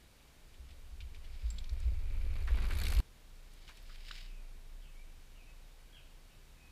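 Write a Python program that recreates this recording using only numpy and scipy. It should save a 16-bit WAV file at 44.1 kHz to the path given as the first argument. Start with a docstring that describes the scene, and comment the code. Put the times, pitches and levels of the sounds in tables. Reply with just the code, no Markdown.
"""Plank bridge in a wood. A dog trots over, collar tag clinking; a fat-tyred bike coasts after it,
close past a camera on the ground. Knocking planks make the deck boom, tyres crunch onto dirt,
freewheel pawls buzz. At 3 s the scene jumps, with a thud and click, to the trail beyond:
bike and dog move off through dry leaves while birds whistle in the trees."""
import sys
import numpy as np
from scipy import signal
from scipy.fft import rfft, irfft
from scipy.io import wavfile

SR = 44100
rng = np.random.default_rng(int(sys.argv[2]) if len(sys.argv) > 2 else 0)


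def log_audio(samples):
    """Write samples as a 16-bit WAV file to the path given in sys.argv[1]."""
    # one column per channel
    frames = np.atleast_2d(samples).T
    # limit to full scale, then quantise
    limited = np.clip(frames, -1, 1)
    pcm = np.round(limited * 32767).astype(np.int16)
    wavfile.write(sys.argv[1], SR, pcm)


N = 295911
T = np.arange(N) / SR
HZ = np.fft.rfftfreq(N, 1 / SR)

SPEED_M_PER_S, CLOSEST_M, WHEELBASE_M = 3.62, 0.41, 0.9
DOG_ON_DECK_S, BIKE_ON_DECK_S, ON_DIRT_S, REAR_PASS_S, JUMP_S = .56, 1.7, 2.475, 2.895, 3.004

# low deck modes: f/Hz, width/Hz, gain/dB
DECK_RESONANCES = [(45.5, 8.6, 2.5), (55.4, 10, 2), (77.65, 10.9, -3)]
# hollow plank clatter: f/Hz, relative density/dB
PLANK_SPECTRUM = [(110, -32), (190, -2.5), (260, -3.5), (400, -5), (620, -6.5), (800, -20.5), (1500, -31),
                  (8000, -38)]
# heavy loads landing on planks: t/s, level/dB, f/Hz, t60/s
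DECK_THUMPS = [(.579, -38, 60.4, .35), (.695, -39, 69, 0.23), (0.909, -42.5, 55, 0.48),
               (1.009, -32, 63, 0.32), (1.121, -36.5, 56.4, 0.21), (1.307, -33.5, 55.6, 0.24),
               (1.43, -25, 53.5, 0.54), (1.516, -50, 191.5, 0.34), (1.703, -19, 59.7, .26),
               (1.845, -15.5, 57.7, 0.24), (2.18, -24, 63.8, 0.24), (2.319, -27, 54, 0.1),
               (2.507, -15.5, 50.8, 0.29), (2.946, -17, 54, 0.75)]
# tread on grit: f/Hz, relative density/dB
TREAD_SPECTRUM = [(90, -5.5), (160, -1.5), (260, -10), (600, -16), (780, -16), (1080, -15), (1350, -14),
                  (2300, -22), (3300, -21.5), (4400, -26), (6200, -38), (12000, -58), (15500, -57)]
# hub ring after a pawl drop: f/Hz, relative density/dB
HUB_SPECTRUM = [(900, -20), (2200, 4), (3200, 1), (4300, 6.5), (5600, -5), (7900, -4), (9500, -6.5),
                (12200, -1), (14500, -16), (16000, -25)]
# deep throb, bridge then trail: peak t/s, level/dB, f/Hz, rise/(dB/s), fall/(dB/s)
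BIKE_THROBS = [(2.6, -30.5, 22, 10.5, 9), (4.2, -43.5, 28.1, 13, 6.5)]
# tyres over bumps, plus a low thud (2.997 s) and click (3.001 s) where the sound breaks off
# at the scene jump: t/s, level/dB, f/Hz, width/oct, t60/s
BUMPS_AND_JUMP = [(2.475, -42.5, 1500, .85, 0.13), (2.585, -42.5, 1490, 0.74, 0.032),
                  (2.707, -36, 1770, 0.59, 0.091), (2.812, -40.5, 1710, .4, 0.054),
                  (2.925, -36.5, 1200, 0.94, 0.02), (2.997, -34, 150, 0.81, 0.03),
                  (3.001, -35, 900, 1.4, 0.012), (3.69, -50, 1450, 1.3, 0.12),
                  (3.896, -56, 1460, 0.42, 0.091), (4.11, -40.5, 1410, 0.24, 0.025)]
# paws on leaves and boards: t/s, level/dB
PAW_SCUFFS = [(.54, -60), (.688, -60), (.705, -58), (1.004, -50.5), (1.146, -54), (1.243, -56),
              (1.345, -61), (3.678, -49), (3.771, -55), (3.945, -59), (4.177, -49.5)]
# claws and twigs: t/s, level/dB, f/Hz, width/oct
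CLAW_TWIG_CLICKS = [(1.503, -45.5, 4000, 0.72), (1.584, -38, 3860, 0.35), (1.642, -46.5, 4020, .48),
                    (1.694, -48.5, 3700, .7), (1.732, -56.5, 6000, 0.95), (1.801, -53.5, 6900, .7),
                    (3.535, -57, 7950, .8), (3.77, -54.5, 7000, 0.93), (3.827, -57, 12000, .25),
                    (3.957, -48.5, 2590, 1), (4.112, -37, 3260, 0.4)]
# dry leaf crackle: f/Hz, relative density/dB
LEAF_SPECTRUM = [(700, -27), (1150, -13.5), (1900, 0.5), (2900, 1), (4400, -0.5), (5200, 0.5),
                 (6000, -14.5), (6800, -9.5), (11000, -22), (15500, -22)]
# leaves stirred: peak t/s, level/dB, half length/s
LEAF_RUSTLES = [(1.462, -64, 0.19), (1.826, -65.5, 0.069), (3.744, -65.5, 0.27), (3.915, -65.5, 0.046),
                (4.138, -54, 0.12)]
# collar tag strikes: t/s, level/dB
TAG_STRIKES = [(1.502, -51), (1.505, -45.5), (1.526, -59), (1.588, -54)]
# collar tag modes: f/Hz, gain/dB, t60/s
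TAG_MODES = [(4650, -9, .03), (7520, 0, .045), (7800, -4, .03), (15250, -17, .05)]
# bird whistles: t/s, length/s, start f/Hz, middle f/Hz, end f/Hz, level before path gain/dB
BIRD_WHISTLES = [(4.23, .085, 3050, 2750, 2330, -63.5), (4.33, .07, 2800, 2520, 2400, -67),
                 (4.81, .075, 3650, 2750, 2660, -63.5), (4.94, .08, 2130, 2300, 2380, -66),
                 (5.345, .085, 3080, 2600, 2320, -64), (5.43, .08, 2800, 2620, 2530, -68),
                 (5.922, .064, 3200, 3130, 2180, -56.5), (5.93, .045, 1650, 1620, 1420, -69),
                 (6.29, .035, 3100, 2750, 2500, -64.5), (6.55, .16, 2480, 2530, 2520, -70)]
# ground rumble: f/Hz, relative density/dB
GROUND_SPECTRUM = [(10, -11.5), (25, -5), (40, -1), (60, -2.5), (90, -9.5), (130, -23.5), (250, -63)]
# still woodland air: f/Hz, relative density/dB
AIR_SPECTRUM = [(65, -44), (110, -4), (141, 1), (196, -7), (232, -6.5), (336, -9.5), (520, -10.5),
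                (680, -12), (928, -13.5), (1380, -15.5), (2460, -15), (2670, -15), (14600, -26),
                (15500, -36.5)]
# camera housing resonances: f/Hz, width/Hz, gain/dB
HOUSING_RESONANCES = [(1530, 73, 1), (2320, 65, 3), (3070, 56, 1.5), (3806, 125, 3), (4500, 150, 2),
                      (6100, 110, -2), (11900, 580, -0.5)]


def bridge(cutoff_hz=100, dog_boom_db=-9.5, dog_clatter_db=-7.5, thump_rise_s=0.03):
    """Loose planks knock the deck into its low modes; heavy loads make it boom."""
    knocks = grains(per_s=300, spread_db=-0.5)
    modes = sum(amp(db) / (1 + 1j * (HZ - hz) / width_hz) ** 3 for hz, width_hz, db in DECK_RESONANCES)
    deck = unit(irfft(rfft(knocks) * modes / (1 + (HZ / cutoff_hz) ** 20), N))
    # rolling wheels keep the swing even
    swing = np.sqrt(signal.oaconvolve(deck ** 2, np.hanning(6000) / 3000, "same") + 1e-3)
    boom = deck / swing * amp(-35.5) * wheels(db_per_decade=7)
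    clatter = colour(knocks, PLANK_SPECTRUM) * amp(-60) * wheels(db_per_decade=10)
    dog_only = 1 - ramp(BIKE_ON_DECK_S, rise_s=0.025)
    out = boom * amp(dog_boom_db * dog_only) + clatter * amp(dog_clatter_db * dog_only)
    out *= ramp(DOG_ON_DECK_S, rise_s=0.4)
    t = T[:SR // 2]
    push = np.sin(np.pi / 2 * np.minimum(t / thump_rise_s, 1)) ** 2
    for s, db, hz, t60_s in DECK_THUMPS:
        add(out, s, amp(db - 60 * t / t60_s) * push * np.sin(2 * np.pi * hz * t))
    return out


def tread(rasp_hz=2350, rasp_width_hz=320, rasp_cap_db=-63, planks_db=-4, hop_s=.06, hop_db=-11):
    """Knobs grind grit in uneven spurts; a narrow rasp carries best from afar."""
    grit = grains(per_s=4000, spread_db=2.5) * amp(1.7 * drift(per_s=60))
    rasp = unit(irfft(rfft(grit) / (1 + ((HZ - rasp_hz) / rasp_width_hz) ** 2), N))
    airborne = ramp(ON_DIRT_S - hop_s, hop_s)  # front tyre between deck and dirt
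    surface_db = (planks_db + hop_db * airborne) * (1 - ramp(ON_DIRT_S, rise_s=0.007))
    out_of_trees = ramp(0.51, rise_s=0.99)
    gain = amp(-49.5 + surface_db) * wheels(db_per_decade=18.5) * out_of_trees
    rasp_gain = np.minimum(gain * amp(-3.5), amp(rasp_cap_db))
    return colour(grit, TREAD_SPECTRUM) * gain + rasp * rasp_gain


def freewheel(pawl_hz=60, wobble_hz=14, fastest_s=2.863, drop_s=2.834, db_per_decade=30.5):
    """Pawls drop off each ratchet tooth and rattle the rear hub; wheel speed wobbles."""
    rise_s, ring_s, floor = 0.0016, 0.0038, 0.078
    wobble = .22 * np.cos(2 * np.pi * wobble_hz * (T - fastest_s))
    rate_hz = pawl_hz * (1 + wobble + 0.027 * drift(per_s=30))
    teeth = np.cumsum(rate_hz) / SR
    teeth -= np.interp(drop_s, T, teeth)  # one drop lands on drop_s
    age_s = (teeth % 1) / rate_hz
    snap = (1 - np.exp(-(age_s / rise_s) ** 2)) * (np.exp(-age_s / ring_s) + floor)
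    # no two drops alike: each band swells on its own
    noise, ring = rfft(rng.standard_normal(N)), np.zeros(N)
    for hz in np.linspace(1000, 16000, 16):
        band = np.maximum(1 - abs(HZ - hz) / 1000, 0)
        ring += irfft(noise * band, N) * amp(3.5 * drift(per_s=80))
    return colour(snap * ring, HUB_SPECTRUM) * amp(-45.5 - db_per_decade * decades(REAR_PASS_S))


def throb(peak_s, db, hz, rise_db_per_s, fall_db_per_s):
    """A very low, wavering note swells and fades with the passing bike."""
    pitch_hz = hz * (1 + 0.0597 * drift(per_s=6.6))
    fade_db = np.maximum(rise_db_per_s * (peak_s - T), fall_db_per_s * (T - peak_s))
    tone = np.sqrt(2) * np.sin(2 * np.pi * np.cumsum(pitch_hz) / SR)
    return tone * amp(db - fade_db + 1.94 * drift(per_s=4.3))


def crunch(db, hz, width_oct, t60_s, rise_s=0.00054):
    """Fast-dying burst of crackle in a band around hz."""
    t = T[:SR // 4]
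    octave = np.log2(np.fft.rfftfreq(len(t), 1 / SR) + 1)
    cracks = rng.standard_normal(len(t)) * (rng.random(len(t)) < .25)
    band = (1 + ((octave - np.log2(hz)) / width_oct) ** 2 / 2) ** -2
    burst = unit(irfft(rfft(cracks) * band, len(t)))
    return burst * amp(db - 60 * t / t60_s) * (1 - np.exp(-t / rise_s))


def crunches():
    """Paws scuff, claws and twigs click, tyres crunch; a low thud and click mark the scene jump."""
    out = np.zeros(N)
    for s, db in PAW_SCUFFS:
        add(out, s, crunch(db, hz=2850, width_oct=0.72, t60_s=0.097))
    for s, db, hz, width_oct in CLAW_TWIG_CLICKS:
        add(out, s, crunch(db, hz, width_oct, t60_s=0.025))
    for s, db, hz, width_oct, t60_s in BUMPS_AND_JUMP:
        add(out, s, crunch(db, hz, width_oct, t60_s))
    return out


def leaves():
    """Stirred dry leaves crackle in loose clumps."""
    crackle = grains(per_s=7000, spread_db=2.6) * amp(1.9 * drift(per_s=70))
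    stirring = sum(amp(db) * np.exp(-((T - s) / half_s) ** 2) for s, db, half_s in LEAF_RUSTLES)
    return colour(crackle, LEAF_SPECTRUM) * stirring


def collar_tag():
    """A small metal tag rings in its modes as the dog goes by."""
    out, t = np.zeros(N), T[:SR // 4]
    for s, strike_db in TAG_STRIKES:
        for hz, mode_db, t60_s in TAG_MODES:
            decay = amp(strike_db + mode_db - 60 * t / t60_s)
            add(out, s, decay * np.sin(2 * np.pi * (hz * t + rng.random())))
    return out


def soil(peak_s=3.85, half_s=.8):
    """Soft trail rumbles faintly under the departing tyres."""
    rumble = colour(rng.standard_normal(N), GROUND_SPECTRUM)
    return rumble * amp(-65.5) * np.exp(-((T - peak_s) / half_s) ** 2)


def birds():
    """Far whistles, mostly falling, blurred by near twigs and echoed by the deep wood."""
    direct = np.zeros(N)
    waver = 1 + 0.014 * drift(per_s=270)
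    for s, length_s, start_hz, middle_hz, end_hz, db in BIRD_WHISTLES:
        progress = np.linspace(0, 1, int(length_s * SR))
        glide = np.polyfit([0, .5, 1], [start_hz, middle_hz, end_hz], 2)
        hz = np.polyval(glide, progress) * np.interp(s + progress * length_s, T, waver)
        envelope = amp(db) * signal.windows.tukey(len(progress), .3)
        add(direct, s, envelope * np.sin(2 * np.pi * np.cumsum(hz) / SR))
    twigs = tree_echoes(direct, t60_s=0.094)
    deep_wood = tree_echoes(direct, t60_s=0.56)
    return amp(-4.5) * direct + amp(-5) * twigs + amp(-2) * deep_wood


def tree_echoes(x, t60_s, delay_s=.012):
    """Sparse echoes scattered by trees."""
    t = T[:SR]
    echoes = rng.standard_normal(SR) * (rng.random(SR) < .05) * amp(-60 * t / t60_s) * (t > delay_s)
    return signal.fftconvolve(x, echoes / np.linalg.norm(echoes))[:N]


def air():
    """Even woodland hush over a faint ground rumble."""
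    hush = amp(-63.5) * colour(rng.standard_normal(N), AIR_SPECTRUM)
    return hush + amp(-61) * colour(rng.standard_normal(N), GROUND_SPECTRUM)


def wheels(db_per_decade):
    """Distance gain of both wheels, summed in power."""
    front_pass_s = REAR_PASS_S - WHEELBASE_M / SPEED_M_PER_S
    front, rear = (amp(-db_per_decade * decades(s)) for s in (front_pass_s, REAR_PASS_S))
    return np.hypot(front, rear)


def decades(pass_s):
    """log10 of distance over closest distance, for a wheel on a straight path."""
    return np.log10(np.hypot(CLOSEST_M, SPEED_M_PER_S * (T - pass_s)) / CLOSEST_M)


def grains(per_s, spread_db):
    """Random impulses of uneven size, unit rms."""
    size = amp(spread_db * np.minimum(rng.exponential(1, N), 4))
    return unit(size * rng.standard_normal(N) * (rng.random(N) < per_s / SR))


def drift(per_s):
    """Random wander, unit rms."""
    knots_s = np.arange(0, T[-1] + 1, .5 / per_s)
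    return unit(np.interp(T, knots_s, rng.standard_normal(len(knots_s))))


def colour(x, spectrum):
    """Filter by (f/Hz, gain/dB) rows, unit rms."""
    hz, db = np.transpose(spectrum)
    gain = amp(np.interp(np.log(HZ + 1), np.log(hz), db))
    return unit(irfft(rfft(x) * gain, N))


def ramp(start_s, rise_s):
    """Linear rise, 0 to 1."""
    return np.clip((T - start_s) / rise_s, 0, 1)


def add(mix, start_s, sound):
    """Mix in at start_s."""
    part = mix[max(round(start_s * SR), 0):][:len(sound)]
    part += sound[:len(part)]


def amp(db):
    """dB to gain."""
    return 10 ** (np.asarray(db) / 20)


def unit(x):
    """Scale to unit rms."""
    return x / np.sqrt(np.mean(x ** 2) + 1e-20)


def scene():
    """Bridge and close bike break off at the jump; the wood carries on."""
    before_jump = np.clip((JUMP_S - T) / .0015, 0, 1)
    bridge_throb, trail_throb = (throb(*row) for row in BIKE_THROBS)
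    transients = crunches() + leaves() + collar_tag()
    at_bridge = tread() + freewheel() + bridge() + bridge_throb * ramp(0, rise_s=0.72)
    at_bridge += amp(-16.5) * tree_echoes(transients, t60_s=0.24)
    on_trail = trail_throb + soil()
    on_trail += amp(-17.5) * tree_echoes(transients * ramp(JUMP_S + .1, rise_s=.1), t60_s=0.78)
    return (at_bridge * before_jump + on_trail * (1 - before_jump) + transients + birds() + air())[None]


def record(dry, cutoff_hz=15600):
    """Housing resonances, then low-pass."""
    housing_db = sum(db * np.exp(-((HZ - hz) / width_hz) ** 2) for hz, width_hz, db in HOUSING_RESONANCES)
    boxed = irfft(rfft(dry) * amp(housing_db - 1.5), N)
    lowpass = signal.firwin(401, cutoff_hz, window=("kaiser", 8), fs=SR)
    return signal.oaconvolve(boxed, lowpass[None], "same")


dry = scene()
out = record(dry)
log_audio(out)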